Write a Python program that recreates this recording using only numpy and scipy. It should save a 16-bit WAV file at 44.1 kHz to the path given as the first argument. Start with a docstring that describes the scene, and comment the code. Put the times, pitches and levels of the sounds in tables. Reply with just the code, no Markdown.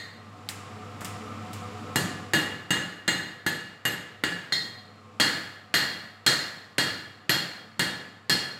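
"""The tail of a hammer blow fades in a small hard-walled workshop; tongs click over a forge blower's hum.
Then a hand hammer strikes a hot bar on an anvil, blow after blow: noise that the room prolongs, with
short contact pulses, a thud from resonances of the stand and a ring from decaying anvil modes.
The blower is a mains tone, noise-driven housing resonances and air noise; a set curve, standing in for
a recorder's slow automatic gain, raises it in the pause and lowers it under the blows."""
import sys
import numpy as np
from scipy import signal
from scipy.io import wavfile

SR = 44100
rng = np.random.default_rng(int(sys.argv[2]) if len(sys.argv) > 2 else 0)


def to_wav(s):
    """Save 16-bit WAV."""
    ch = np.atleast_2d(s).T  # columns
    pcm = np.round(np.clip(ch, -1, 1) * 32767)  # PCM
    wavfile.write(sys.argv[1], SR, pcm.astype(np.int16))


N = 378819
LEAD = SR // 2   # run-in before the start, in samples

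# Hammer blows. Each row: start in seconds, body level in relative dB, thud and brightness in dB over
# the body, snap of the first instant in dB, anvil ring in relative dB, landing spot along and across
# the face (about -1 to 1), level of the highest ring in relative dB.
HAMMER_BLOWS = [(-0.16, -12, -16.5, -32, 1.8, -33, -0.4, -0.97, -58),
                (1.9583, -22, 3, 2, 7.8, -35.5, 0.26, 0.29, -33),
                (2.3349, -12.5, -3.5, -7, 1, -30, 0.49, 0.1, -29.5),
                (2.7060, -12.5, -8, -9, 3, -32, 1, -0.58, -46),
                (3.0784, -11, -11, -12, 5.5, -30, 0.58, -0.54, -56),
                (3.4641, -15, -9.5, -8, 7.8, -35.5, 0.23, -0.065, -35.5),
                (3.8528, -11.5, -14, -9, 7.4, -36.5, 0.92, -0.55, -29),
                (4.2375, -8.5, -17, -16, 8.4, -35.5, 0.6, 0.041, -43),
                (4.5230, -20.5, -10.5, -20, 6.9, -37.5, -1.03, -1.27, -60),
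                (5.1992, 0, -21.5, -16, 1.8, -26.5, -0.24, 0.5, -48),
                (5.7403, -1, -22, -18.5, 1.5, -27, -0.28, 0.26, -27),
                (6.264, -2, -20.5, -12, 0.53, -27.5, -0.52, -0.0065, -30),
                (6.782, -5, -17, -13.5, 1.8, -30, -0.26, 0.52, -30.5),
                (7.2942, -1, -22, -17.5, 1.1, -30.5, -0.45, 0.44, -26.5),
                (7.7941, -11, -10.5, -6, 2, -31, -0.072, 0.66, -37),
                (8.2964, -8, -15, -6, 1.5, -31.5, -0.38, 1, -30)]
# Reverberation of the workshop. Each row: frequency in Hz, time to fall 60 dB in seconds.
ROOM_DECAY = [(60, 1), (200, 0.65), (600, 0.93), (2000, 0.79), (5000, 0.65), (10000, 0.38), (13000, 0.2),
              (16000, 0.41)]


def from_db(db):
    """Level to amplitude: 20 dB is a factor of ten."""
    return 10 ** (np.asarray(db) / 20)


def rms_one(x):
    """Normalise the effective value: scale to rms 1."""
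    return x / np.sqrt(np.mean(x ** 2) + 1e-20)


def at_hz(points, hz):
    """Interpolate a spectrum linearly on a logarithmic frequency axis."""
    point_hz, value = np.array(points).T
    return np.interp(np.log(hz), np.log(point_hz), value)


def strikes(times, db):
    """Impulsive excitation: one sample of the given level at each time in seconds."""
    out = np.zeros(N + LEAD) + 1e-18
    out[np.round(np.asarray(times) * SR).astype(int) + LEAD] = from_db(db)
    return out


def dying(clicks, t60):
    """Exponential decay: each click starts an envelope that falls 60 dB in t60 seconds."""
    return signal.lfilter([1], [1, -from_db(-60 / (t60 * SR))], clicks)


def resonance(x, hz, width_hz):
    """Damped resonator: a pole pair whose bandwidth sets its decay, with gain 1 at the peak."""
    r = np.exp(-np.pi * width_hz / SR)
    feedback = [1, -2 * r * np.cos(2 * np.pi * hz / SR), r * r]
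    return signal.lfilter(np.array([1, 0, -1]) * (1 - r * r) / 2, feedback, x)


def noise_bands():
    """Third-octave analysis of white noise, as (centre Hz, samples); neighbours are unrelated."""
    edges = 30 * 2 ** np.arange(0, 9.3, 1 / 3)
    white = rng.standard_normal((2, N + LEAD))
    bands = []
    for k, (low, high) in enumerate(zip(edges, edges[1:])):
        band_pass = signal.butter(2, [low, high], "band", fs=SR, output="sos")
        bands.append((np.sqrt(low * high), signal.sosfilt(band_pass, white[k % 2])))
    return bands


def impact(bands, times, db_at, colour, early_db, early_t60, build_cycles=0.77):
    """Room response to an impact: strong first reflections and a tail whose decay depends on frequency."""
    out = 0
    for hz, band in bands:
        level_db = db_at(hz) + at_hz(colour, hz)
        late = strikes(times, level_db)
        early = strikes(times, level_db + early_db)
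        decay = dying(late, at_hz(ROOM_DECAY, hz)) + dying(early, early_t60)
        # The build-up lasts a fixed number of cycles, so lows take longer.
        out = out + band * (decay - dying(late + early, build_cycles / hz))
    return out


def crack(times, peak_db, hz):
    """Contact pulse: two or three cycles that swell and vanish, with peak 1 for 0 dB."""
    cycles = np.arange(int(3 * SR / hz)) * hz / SR
    swell = cycles * np.exp(1 - cycles / .8) / .8
    return signal.lfilter(np.sin(2 * np.pi * cycles) * swell, [1], strikes(times, peak_db))


def hardness():
    """Strength of impact read from the body level: 0 for a light blow, 1 for a full swing."""
    body_db = np.transpose(HAMMER_BLOWS)[1]
    return np.clip((body_db + 10) / 8, 0, 1)


def blower(bands):
    """Noise-driven resonance: a steady mains hum and wavering housing tones over broad air noise."""
    # Hum level, a set curve standing in for the recorder's slow automatic gain.
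    # Each row: time in seconds, relative dB.
    gain_curve = [(0.0, -57.5), (0.69, -49), (1.29, -46), (2.05, -45), (2.68, -57), (3.11, -61),
                  (3.68, -63), (4.6, -59.5), (5.31, -56), (5.57, -61), (6.36, -62), (7.39, -62),
                  (8.59, -62.5)]
    # Air and flame spectrum. Each row: frequency in Hz, relative dB per Hz.
    air_spectrum = [(30, -53), (70, -59), (110, -12.5), (223, -4.5), (380, -18.5), (700, -15),
                    (1280, -16.5), (1450, -21.5), (2300, -21), (4500, -29.5), (7470, -29.5), (11000, -46),
                    (15200, -51), (16500, -60)]
    # Housing tones. Each row: frequency in Hz, width in Hz, relative dB.
    housing_modes = [(109, 13, -4), (218.9, 1.8, -3), (299.7, 5, -9.5), (428.5, 8, -9.5), (497, 8.5, -7),
                     (663, 12, -30), (730, 7.1, -6), (1072.4, 3.7, -7), (1203, 30, -3.5), (1315, 18, -6.5)]
    t = (np.arange(N + LEAD) - LEAD) / SR
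    roar = rms_one(sum(from_db(at_hz(air_spectrum, hz)) * band for hz, band in bands))
    tones = 0
    for hz, width_hz, db in housing_modes:
        tone = resonance(rng.standard_normal(N + LEAD), hz, width_hz)
        tones = tones + from_db(db) * rms_one(tone)
    mains = np.sin(2 * np.pi * 100 * t)
    gain = from_db(np.interp(t, *np.transpose(gain_curve)))
    return gain * (from_db(5.0) * mains + tones + from_db(2) * roar)


def tongs(bands):
    """Light impact: tongs shifting on the face give bright contact pulses and a short noisy tail."""
    # Clicks. Each row: start in seconds, rattle in relative dB, low knock in dB over the rattle,
    # contact peak in dB, contact frequency in Hz.
    tong_clicks = [(0.489, -17.5, 3, -15, 4100), (1.008, -28, 11, -34, 9000), (1.017, -45.5, 38, -29, 1230),
                   (1.047, -20.5, -21, -19, 7360), (1.532, -26.5, -19, -31, 8900)]
    # Click spectrum. 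Each row: frequency in Hz, relative dB per Hz.
    click_spectrum = [(150, -14), (400, -22), (1200, -10), (2100, -5), (4000, -11.5), (8000, -1.5),
                      (11000, -12.5), (16000, -15)]
    s, rattle, knock = np.transpose(tong_clicks)[:3]

    def shade(hz):
        """Spectral balance: the knock counts fully below 500 Hz and hardly above 2500 Hz."""
        return rattle + at_hz([(500, 1), (2500, 0.01)], hz) * knock

    contacts = sum(crack([at], peak_db, hz) for at, _, _, peak_db, hz in tong_clicks)
    return from_db(-13.5) * impact(bands, s, shade, click_spectrum, early_db=7, early_t60=.07) + contacts


def stand(thud_t60=0.7, push_db=28):
    """Forced vibration: each blow's push and decaying rumble drive the low stand and room modes."""
    # Modes. Each row: frequency in Hz, width in Hz, relative dB.
    low_modes = [(143, 14, -7), (174.4, 11.6, -3.5), (199, 7, -9), (271, 33, -9), (315, 17, -7.5),
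                 (369, 16, -16), (485.6, 6.9, -9.5), (804, 74, -15)]
    s, body, thud = np.transpose(HAMMER_BLOWS)[:3]
    rumble = dying(strikes(s, body + thud), thud_t60) * rng.standard_normal(N + LEAD)
    drive = rumble + strikes(s, body + thud + push_db)
    return from_db(17.5) * sum(from_db(db) * resonance(drive, hz, width_hz) for hz, width_hz, db in low_modes)


def anvil(echo_db=19.5, echo_width_hz=26, clang_db=17.5, clang_width_hz=70):
    """Modal ringing: struck modes decay; their room echoes waver as lines, wider after hard blows."""
    # Mode families, one list each. Each row: frequency in Hz, relative dB, own 60 dB decay in seconds.
    mode_families = [
        [(1720, 0, .24), (1453, -14, .15)],
        [(1846, -5, .17), (1900, -3, .2), (1975, -6, .17), (2092, -9, .17)],
        [(2837, 0, .26)],
        [(3274, 0, .22), (4570, -2, .15), (10940, -25, .15)],
        [(4150, 0, .28), (3691, -4, .26), (9178, -15, .18), (6064, -19, .15), (7115, -17, .17),
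         (9700, -23, .14)],
        [(4240, 0, .2), (4330, -6, .15), (4965, -11, .18), (5528, -13, .25), (9380, -22, .14)],
        [(6328, -9, .16), (6435, -6, .18), (6558, -6, .18), (6915, -7, .16), (7447, -6, .18), (8055, -5, .16),
         (13410, -17, .12)],
        [(11665, -6, .3)],
    ]
    # Share of the ring by landing spot, for the first seven families. Each row: relative dB at mid-face,
    # dB per step along the face, dB per step across it.
    spot_shares = [(4, 6, 2.7), (3.5, -0.7, -2.5), (0.05, 8, 3), (-1.1, -6, 1.7), (1.3, -4.5, -4),
                   (-5, -24, 6.5), (-1.5, 2.1, -6)]
    white = rng.standard_normal((3, N + LEAD))   # dealt to the modes in turn
    s, hard = np.transpose(HAMMER_BLOWS)[0], hardness()
    ring_db, along, across, highest_db = np.transpose(HAMMER_BLOWS)[5:]
    levels_db = [ring_db + mid_db + along_db * along + across_db * across
                 for mid_db, along_db, across_db in spot_shares] + [highest_db]
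    # Hard blows press the bar down: less clean ring, and a larger share of the echo clangs.
    clang_share = strikes(s, np.log10(0.05 + 0.43 * hard) * 20)
    out = 0
    for family_db, modes in zip(levels_db, mode_families):
        for k, (hz, level_db, t60) in enumerate(modes):
            struck_db = family_db + level_db + rng.normal(0, 0.95, len(s))
            r, w = from_db(-60 / (t60 * SR)), 2 * np.pi * hz / SR
            clean = strikes(s, struck_db - 5 * hard)
            ring = signal.lfilter([0, np.sin(w)], [1, -2 * r * np.cos(w), r * r], clean)
            struck, noise = strikes(s, struck_db), white[k % len(white)]
            room_t60 = at_hz(ROOM_DECAY, hz)
            echoes = dying(struck * (1 - clang_share), room_t60) * noise
            clang = dying(struck * clang_share, room_t60) * noise
            out = out + rng.choice([-1, 1]) * ring
            out = out + from_db(echo_db) * resonance(echoes, hz, echo_width_hz)
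            out = out + from_db(clang_db) * resonance(clang, hz, clang_width_hz)
    return from_db(2.0) * out


def blows(bands):
    """Impact on the bar: a dull body, with contact pulses that are shorter when the blow is harder."""
    # Body spectrum. Each row: frequency in Hz, relative dB per Hz.
    body_spectrum = [(35, -49), (60, -19), (165, -1.5), (1030, -23), (1570, -9), (1690, -12), (2290, -19),
                     (2770, -18), (3040, -21), (4220, -17), (5870, -13.5), (7780, -2), (11900, -36),
                     (15400, -16), (16500, -65)]
    s, body, thud, top, snap_db = np.transpose(HAMMER_BLOWS)[:5]
    hard = hardness()
    treble = top + np.interp(hard, [0, 1], [-7, 4])   # 6-8 kHz, dB: light to hard
    # Tick peak, dB: light to hard, plus 2 dB per dB of snap.
    tick_db = np.interp(hard, [0, 1], [-29, -15]) + 2 * snap_db

    def shade(hz):
        """Spectral balance: thud weighs on the lows, treble near 6-8 kHz, brightness above."""
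        low_part = at_hz([(300, 0.84), (700, 0.38)], hz) * thud
        top_part = at_hz([(8000, 0.17), (9500, 1.0)], hz) * top
        treble_part = at_hz([(4000, 0.027), (6000, 1.0), (8000, 0.81), (9500, 0)], hz) * treble
        return body + low_part + top_part + treble_part

    light = hard < .4
    thumps = crack(s[light], tick_db[light], hz=1780)
    ticks = crack(s[~light], tick_db[~light], hz=2900)
    snaps = crack(s, body + top + snap_db - 9, hz=11900)
    dull = from_db(10.0) * impact(bands, s, shade, body_spectrum, snap_db, early_t60=0.032)
    return dull + thumps + ticks + snaps


def scene():
    """Superposition: the pressures of all sources add at one microphone."""
    bands = noise_bands()
    mix = blower(bands) + tongs(bands) + stand() + anvil() + blows(bands)
    return mix[None, LEAD:]


def record(dry):
    """Transducer response: a small microphone loses deep bass, dips in the treble and rounds peaks."""
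    # Microphone port dips. Each row: frequency in Hz, width in Hz, depth from 0 to 1.
    port_dips = [(6200, 1830, 0.46), (8970, 1980, 0.47)]
    thin = signal.sosfilt(signal.butter(2, 65, "high", fs=SR, output="sos"), dry)
    for hz, width_hz, depth in port_dips:
        thin = thin - depth * resonance(thin, hz, width_hz)
    rounded = .8 * np.tanh(thin / .8)
    # The top is cut by 50 dB from 16.8 kHz up.
    return signal.sosfilt(signal.cheby2(10, 50, 16800, fs=SR, output="sos"), rounded)


dry = scene()
out = record(dry)
to_wav(out)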